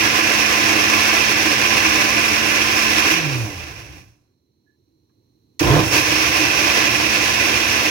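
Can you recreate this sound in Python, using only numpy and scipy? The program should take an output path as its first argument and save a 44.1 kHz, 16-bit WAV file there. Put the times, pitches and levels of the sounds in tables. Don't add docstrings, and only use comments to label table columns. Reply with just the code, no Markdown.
import sys
import numpy as np
from scipy import signal
from scipy.fft import rfft, irfft, next_fast_len
from scipy.io import wavfile

SR = 44100
rng = np.random.default_rng(int(sys.argv[2]) if len(sys.argv) > 2 else 0)


def int16_out(signal):
    q = np.round(np.clip(np.atleast_2d(signal).T, -1, 1) * 32767)
    wavfile.write(sys.argv[1], SR, q.astype(np.int16))


N = 348390

STOP_S, START_S, BITE_S = 3.99, 5.5935, 5.607
OFF_S, EVEN_DRAG_HZ, BRAKE_RAD_PER_S = 3.07, 98.1, .825
SPIN_UP_S, HEAVE_RISE_S, HEAVE_HOLD_S, HEAVE_FALL_S = .42, 0.1, 0.19, .045
VORTEX_S, VORTEX_OPENING_S = 5.935, .025
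AIR_DB, SWELL_DB_PER_S = -69, 4.5
MAINS_HZ, EDGE_HZ = 50, 15900

# (frequency [Hz], relative left [dB], relative right [dB])
BODY_COLOUR = [(29.7, -28, -31), (65, -5, -9.5), (120, -4.5, -3), (200, -19, -14.5), (475, -13.5, -15),
               (776, -13, -2), (1275, -13.5, -11.5), (2540, -5.5, -1.5), (3120, -11.5, -6),
               (4800, -10.5, -10), (5775, -12, -3.5), (7800, -23, -18), (11300, -22, -17),
               (14600, -25, -22), (16020, -34, -15)]
# (frequency [Hz], width [Hz], left boost [dB], right boost [dB])
BODY_RESONANCES = [(318.2, 84, 16.5, 20), (439, 53, 7.5, 5), (498, 49, 5.5, 8), (594, 19, 4.5, 9.5),
                   (850, 20, 2.5, -8), (922, 45, 5, 0.5), (1034, 60, 3.5, 11), (1160, 88, 6.5, 9.5),
                   (1351.5, 46, 9, 13.5), (1550, 170, 3, 8.5), (1694, 90, -1, 6.5), (1791, 59, -6.5, 9.5),
                   (2019, 50, -5, 12.5), (2213, 55, 13, 1.5), (2435, 98, -0.5, 10.5), (2520, 58, 6.5, -2),
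                   (2657.6, 64.5, 9, 12.5), (2710, 70, 2.5, -1), (2850, 160, -7.5, 4), (3963, 200, 0, -2.5),
                   (5020, 50, 3.5, 7), (5327, 70, 1.5, 9), (5540, 72, 3.5, 1.5), (5960, 73, 1.5, 3.5),
                   (6080, 53, 3.5, 7), (7570, 290, 11.5, -9)]
# (time [s], level before envelope [dB], centre [Hz], width [octaves], decay [s])
BLOWS = [(5.095, -68, 1000, 0.59, .012), (5.5933, -17.5, 5670, 0.55, 0.0056),
         (5.606, -15.5, 2000, 1.3, 0.0023), (5.612, -8.5, 302, 0.42, 0.012)]
# (frequency [Hz], shared amplitude [0-1])
MIC_LIKENESS = [(60, 1), (300, 0.97), (500, 0.9), (1000, 0.46), (3000, 0.21), (8000, 0.2), (16000, 0)]
# (frequency [Hz], relative level [dB])
KITCHEN_COLOUR = [(30, -31.5), (70, -5.5), (115, 2), (175, -9), (320, -1.5), (440, -11.5), (620, -25.5),
                  (1000, -24.5), (1400, -35.5), (3500, -34), (4150, -20.5), (5000, -40.5), (5700, -25),
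                  (7500, -42.5), (13000, -36)]
# (frequency [Hz], level before swell and channel gain [dB])
WHINE_TONES = [(4048, -87), (4247, -88.5)]
# (time [s], speed [turns/s])
CRUISE_SPEED = [
    [(0.0, 220.1), (1.23, 217.0), (2.08, 217.1), (2.28, 218.9), (3.08, 217.0)],
    [(6.2, 225.7), (6.73, 218.0), (6.918, 217.1), (7.052, 221.6), (7.9, 221.1)],
]
# (time [s], level re usual [dB])
BLADE_EFFORT = [(0.1, -0.46), (1.1, 0), (1.68, -0.2), (1.9, 1), (2.15, -2), (2.42, -0.6), (2.78, -1.4),
                (3.04, 0.44), (6.05, -2.8), (6.35, -1), (6.56, -1.6), (6.79, 0), (6.96, -2.1), (7.2, -1.5),
                (7.65, -2.4)]
# (shaft speed [Hz], level [dB])
FEET_RESPONSE = [(50, -61), (84, -34.5), (98, -48), (108, -24), (119, -21), (148, -25.5), (172, -33.5),
                 (217, -34.5)]
# (time [s], half length [s],
# churn [dB], clatter [dB], spray [dB])
BRIEF_SURGES = [(3.115, 0.022, -3, 1, 4.5), (3.594, 0.017, -2, 0, 1), (5.984, 0.033, 2, 2, 4),
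                (6.356, 0.064, 3.5, 0, 2.2)]

TIME = np.arange(N) / SR
HZ = np.fft.rfftfreq(2 * next_fast_len(N // 2 + 4096), 1 / SR)


def amp(db):
    return 10 ** (np.asarray(db) / 20)


def evened(x):
    return x / np.sqrt(np.mean(x ** 2) + 1e-20)


def curve(rows, axis=1):
    rows = np.array(rows)
    return np.interp(TIME, rows[:, 0], rows[:, axis])


def spectrum(rows, axis=1):
    rows = np.array(rows)
    return np.interp(np.log(HZ + 1), np.log(rows[:, 0]), rows[:, axis])


def bins(x):
    return rfft(x, 2 * len(HZ) - 2)


def below(corner_hz, slope):
    return 1 / np.sqrt(1 + ((HZ + 1) / corner_hz) ** (2 * slope))


def bump(centre_hz, octaves):
    return np.exp(-.5 * (np.log2((HZ + 1) / centre_hz) / octaves) ** 2)


def wander(rate_hz):
    smoothing = signal.butter(2, rate_hz, fs=SR, output="sos")
    noise = rng.standard_normal(N + SR)
    return evened(signal.sosfilt(smoothing, noise)[SR:])


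def pair(envelope=1, lag_s=0.000439):
    left, other = bins(rng.standard_normal((2, N)) * envelope)
    same = np.clip(spectrum(MIC_LIKENESS), 0, 1)
    shared = same * left * np.exp(-2j * np.pi * HZ * lag_s)
    return np.array([left, shared + np.sqrt(1 - same ** 2) * other])


def sounded(z, band_hz):
    inside = irfft(z.mean(0) * (HZ > band_hz[0]) * (HZ < band_hz[1]))[:N]
    return irfft(z)[:, :N] / inside.std()


def blender(body, surge_db=1.16, flutter_db=0.61, fizz_db=1.0, swirl_db=1.0):
    speed_hz = shaft_speed()
    turns = np.cumsum(speed_hz * (1 + .003 * wander(11))) / SR
    lumps = wander(15)

    shake = sounded(pair() * body * below(190, 4), (55, 180))
    churn = sounded(pair(lag_s=0.0002) * body * below(220, -4.5) * below(620, 1.77), (250, 420))
    liquid = shake * amp(shake_level())
    liquid += churn * amp(churn_level() + surge_db * lumps + swirl_db * wander(3))
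    low = liquid + hum(turns, speed_hz) + overtones(turns, speed_hz)
    low *= running(BITE_S, 0.0019, fade_db_per_s=91)

    rattling = pair(knocks(turns)) * body * below(950, -0.89) * below(5200, 3)
    first_run = sounded(rattling, (1500, 3000))
    second_run = sounded(rattling * frothy(), (1500, 3000))
    clatter = np.where(TIME < START_S, first_run, second_run)
    clatter *= amp(clatter_level(speed_hz) + flutter_db * lumps)
    clatter *= running(START_S, 0.0018, fade_db_per_s=137)

    hiss = sounded(pair(sparks()) * body * below(5200, -1.86), (7000, 15000))
    hiss *= amp(hiss_level() + fizz_db * lumps) * running(START_S, 0.0016, fade_db_per_s=98)
    return low + clatter + hiss


def shaft_speed(spin_up_power=.42):
    spin_up = np.clip((TIME - START_S) / SPIN_UP_S, 1e-4, 1) ** spin_up_power
    return curve(np.vstack(CRUISE_SPEED)) * np.where(TIME < START_S, coasting(), spin_up)


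def coasting():
    cruise_hz = np.interp(OFF_S, *np.transpose(CRUISE_SPEED[0]))
    full = np.arctan(cruise_hz / EVEN_DRAG_HZ)
    braked = full - BRAKE_RAD_PER_S * (np.clip(TIME, OFF_S, STOP_S) - OFF_S)
    return np.where(TIME < START_S, np.maximum(np.tan(braked) / np.tan(full), 1e-2), 1)


def running(start_s, rise_s, fade_db_per_s):
    dying = amp(-fade_db_per_s * np.maximum(TIME - STOP_S, 0))
    return np.where(TIME < START_S, dying, np.clip((TIME - start_s) / rise_s, 0, 1))


def knocks(turns, spread_db=3, decay_half_turns=0.44, bed=1.0):
    force = amp(spread_db * np.clip(rng.standard_normal(8192), -2, 2))
    half_turns = 2 * turns
    return bed + force[half_turns.astype(int)] * np.exp(-(half_turns % 1) / decay_half_turns)


def clatter_level(speed_hz, db=-20.0, octave_db=12.5, buried_db=-5, heave_db=-5, froth_db=0.2,
                  rocking_db=-5, rocking_hz=108, octaves=0.2):
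    rocking = (TIME < STOP_S) * np.exp(-.5 * (np.log2(speed_hz / rocking_hz) / octaves) ** 2)
    load_db = buried_db * buried() + heave_db * heave() + froth_db * (TIME > START_S)
    drive_db = effort() + surges(axis=3) + octave_db * np.log2(coasting())
    return db + drive_db + load_db + rocking_db * rocking


def sparks(depth=0.34, decay_cycles=0.045, spit_db=0.94):
    firing = np.exp(-(MAINS_HZ * TIME % 1) / decay_cycles)
    return (1 + depth * firing) * amp(spit_db * wander(250))


def hiss_level(db=-35.0, octave_db=10.0, unpowered_db=-3, dying_s=0.099, buried_db=-1.0, effort_share=0.46):
    unpowered = (TIME < START_S) * np.clip((TIME - OFF_S) / dying_s, 0, 1)
    spray_db = octave_db * np.log2(coasting()) + buried_db * buried()
    spray_db += effort_share * effort() + surges(axis=4)
    return db + unpowered_db * unpowered + spray_db


def hum(turns, speed_hz, second_db=-17, waver_db=1.5, left_db=-5, right_db=3, lag_s=0.00081):
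    angle = 2 * np.pi * (turns - np.array([[0], [lag_s]]) * speed_hz)
    level = amp(hum_level(speed_hz) + waver_db * wander(11))
    second = amp(second_db) * (1 + .5 * wander(9.8)) * np.sin(2 * angle)
    full_speed = (speed_hz / speed_hz.max()) ** 2
    side = amp(np.array([[left_db], [right_db]]) * full_speed)
    return np.sqrt(2) * level * (np.sin(angle) + second) * side


def hum_level(speed_hz, heave_db=12.0, unsettled_db=-15, settle_s=0.35, froth_db=-2.5):
    hz, db = np.transpose(FEET_RESPONSE)
    load_db = heave_db * heave() + unsettled_db * unsettled(settle_s) * (1 - heave())
    return np.interp(speed_hz, hz, db) + load_db + froth_db * (TIME > START_S)


def overtones(turns, speed_hz, db=-35.5, jar_hz=325, width_hz=90):
    out = 0
    for order in (2, 3):
        ring = 1 / (1 + (2 * (order * speed_hz - jar_hz) / width_hz) ** 4)
        out = out + ring * np.sin(2 * np.pi * order * turns)
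    return amp(db) * out


def shake_level(db=-37, octave_db=3.0, heave_db=14.0, unsettled_db=6, settle_s=0.68):
    return db + octave_db * np.log2(coasting()) + heave_db * heave() + unsettled_db * unsettled(settle_s)


def churn_level(db=-30.5, octave_db=9.5, heave_db=12, effort_share=0.28):
    return db + octave_db * np.log2(coasting()) + heave_db * heave() + effort_share * effort() + surges(axis=2)


def heave():
    age_s = np.maximum(TIME - BITE_S, 0)
    rise = np.sqrt(np.minimum(age_s / HEAVE_RISE_S, 1))
    return rise * np.exp(-np.maximum(age_s - HEAVE_HOLD_S, 0) / HEAVE_FALL_S)


def buried():
    return (TIME > START_S) * np.clip((VORTEX_S - TIME) / VORTEX_OPENING_S, 0, 1)


def unsettled(settle_s):
    return (TIME > START_S) * np.exp(-np.maximum(TIME - VORTEX_S, 0) / settle_s)


def effort():
    return curve(BLADE_EFFORT)


def surges(axis):
    return sum(row[axis] * np.exp(-.5 * ((TIME - row[0]) / row[1]) ** 2) for row in BRIEF_SURGES)


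def frothy(db=-1.5, hz=1600, octaves=0.53):
    return amp(db * bump(hz, octaves))


def machine_body():
    db = np.array([spectrum(BODY_COLOUR, axis=1), spectrum(BODY_COLOUR, axis=2)])
    for hz, width_hz, left_db, right_db in BODY_RESONANCES:
        db += np.array([[left_db], [right_db]]) / (1 + (2 * (HZ - hz) / width_hz) ** 2)
    cepstrum = irfft(np.log(amp(db)))
    cepstrum[:, 1:len(HZ) - 1] *= 2
    cepstrum[:, len(HZ):] = 0
    return np.exp(rfft(cepstrum))


def scatter(wet=0.36, decay_s=0.012, corner_hz=450):
    echoes = rng.standard_normal((2, SR // 8)) * np.exp(-TIME[:SR // 8] / decay_s)
    echoes /= np.linalg.norm(echoes, axis=1, keepdims=True)
    share = wet * below(corner_hz, -0.33)
    return (1 + share * bins(echoes)) / np.sqrt(1 + share ** 2)


def slosh(length_s=0.26, db=-23, corner_hz=3900, lumpy_db=2):
    arch = np.sqrt(abs(np.sin(np.pi * np.clip((TIME - BITE_S) / length_s, 0, 1))))
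    colour = below(corner_hz, 5.6) * below(330, -0.87)
    splash = irfft(pair(amp(lumpy_db * wander(130))) * colour)[:, :N]
    return amp(db) * arch * evened(splash)


def jolts(body):
    out, ringing = np.zeros((2, N)), pair() * body
    for start_s, db, hz, octaves, decay_s in BLOWS:
        ring = irfft(ringing * bump(hz, octaves))[:, :N]
        age_s = np.clip(TIME - start_s, 0, .5)
        envelope = (1 - np.exp(-age_s / 0.00022)) * np.exp(-age_s / decay_s)
        out += amp(db) * evened(ring) * envelope
    return out


def squeak(start_s=4.662, length_s=.1, hz=1722, db=-66, decay_s=.1, rough=0.56, left_db=-20):
    age_s = np.maximum(TIME - start_s, 0)
    edges = np.clip(np.minimum(age_s, length_s - age_s) / .007, 0, 1)
    envelope = edges * np.exp(-age_s / decay_s)
    tone = np.sin(2 * np.pi * np.cumsum(hz + 20 * wander(60)) / SR)
    slip = (1 + rough * wander(50)) * tone
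    return np.sqrt(2) * amp(db) * envelope * slip * amp([[left_db], [0]])


def kitchen(left_db=-3, right_db=2, chop=.35):
    swell = amp(SWELL_DB_PER_S * (np.clip(TIME, STOP_S, START_S) - STOP_S))
    colour = amp(spectrum(KITCHEN_COLOUR)) * below(20, -2)
    air = sounded(pair() * colour, (30, EDGE_HZ)) * amp(AIR_DB)
    whine = sum(np.sqrt(2) * amp(db) * np.sin(2 * np.pi * hz * TIME) for hz, db in WHINE_TONES)
    whine *= 1 + chop * np.cos(2 * np.pi * MAINS_HZ * TIME)
    return (air + whine) * swell * amp([[left_db], [right_db]])


def scene():
    body = machine_body() * scatter()
    return blender(body) + slosh() + jolts(body) + squeak() + kitchen()


def record(dry):
    knee = .7
    over = np.maximum(abs(dry) - knee, 0)
    rounded = dry - np.sign(dry) * (over - (1 - knee) * np.tanh(over / (1 - knee)))
    low_pass = signal.firwin(511, EDGE_HZ, window=("kaiser", 9), fs=SR)
    return signal.oaconvolve(rounded, low_pass[None], "same")


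dry = scene()
out = record(dry)
int16_out(out)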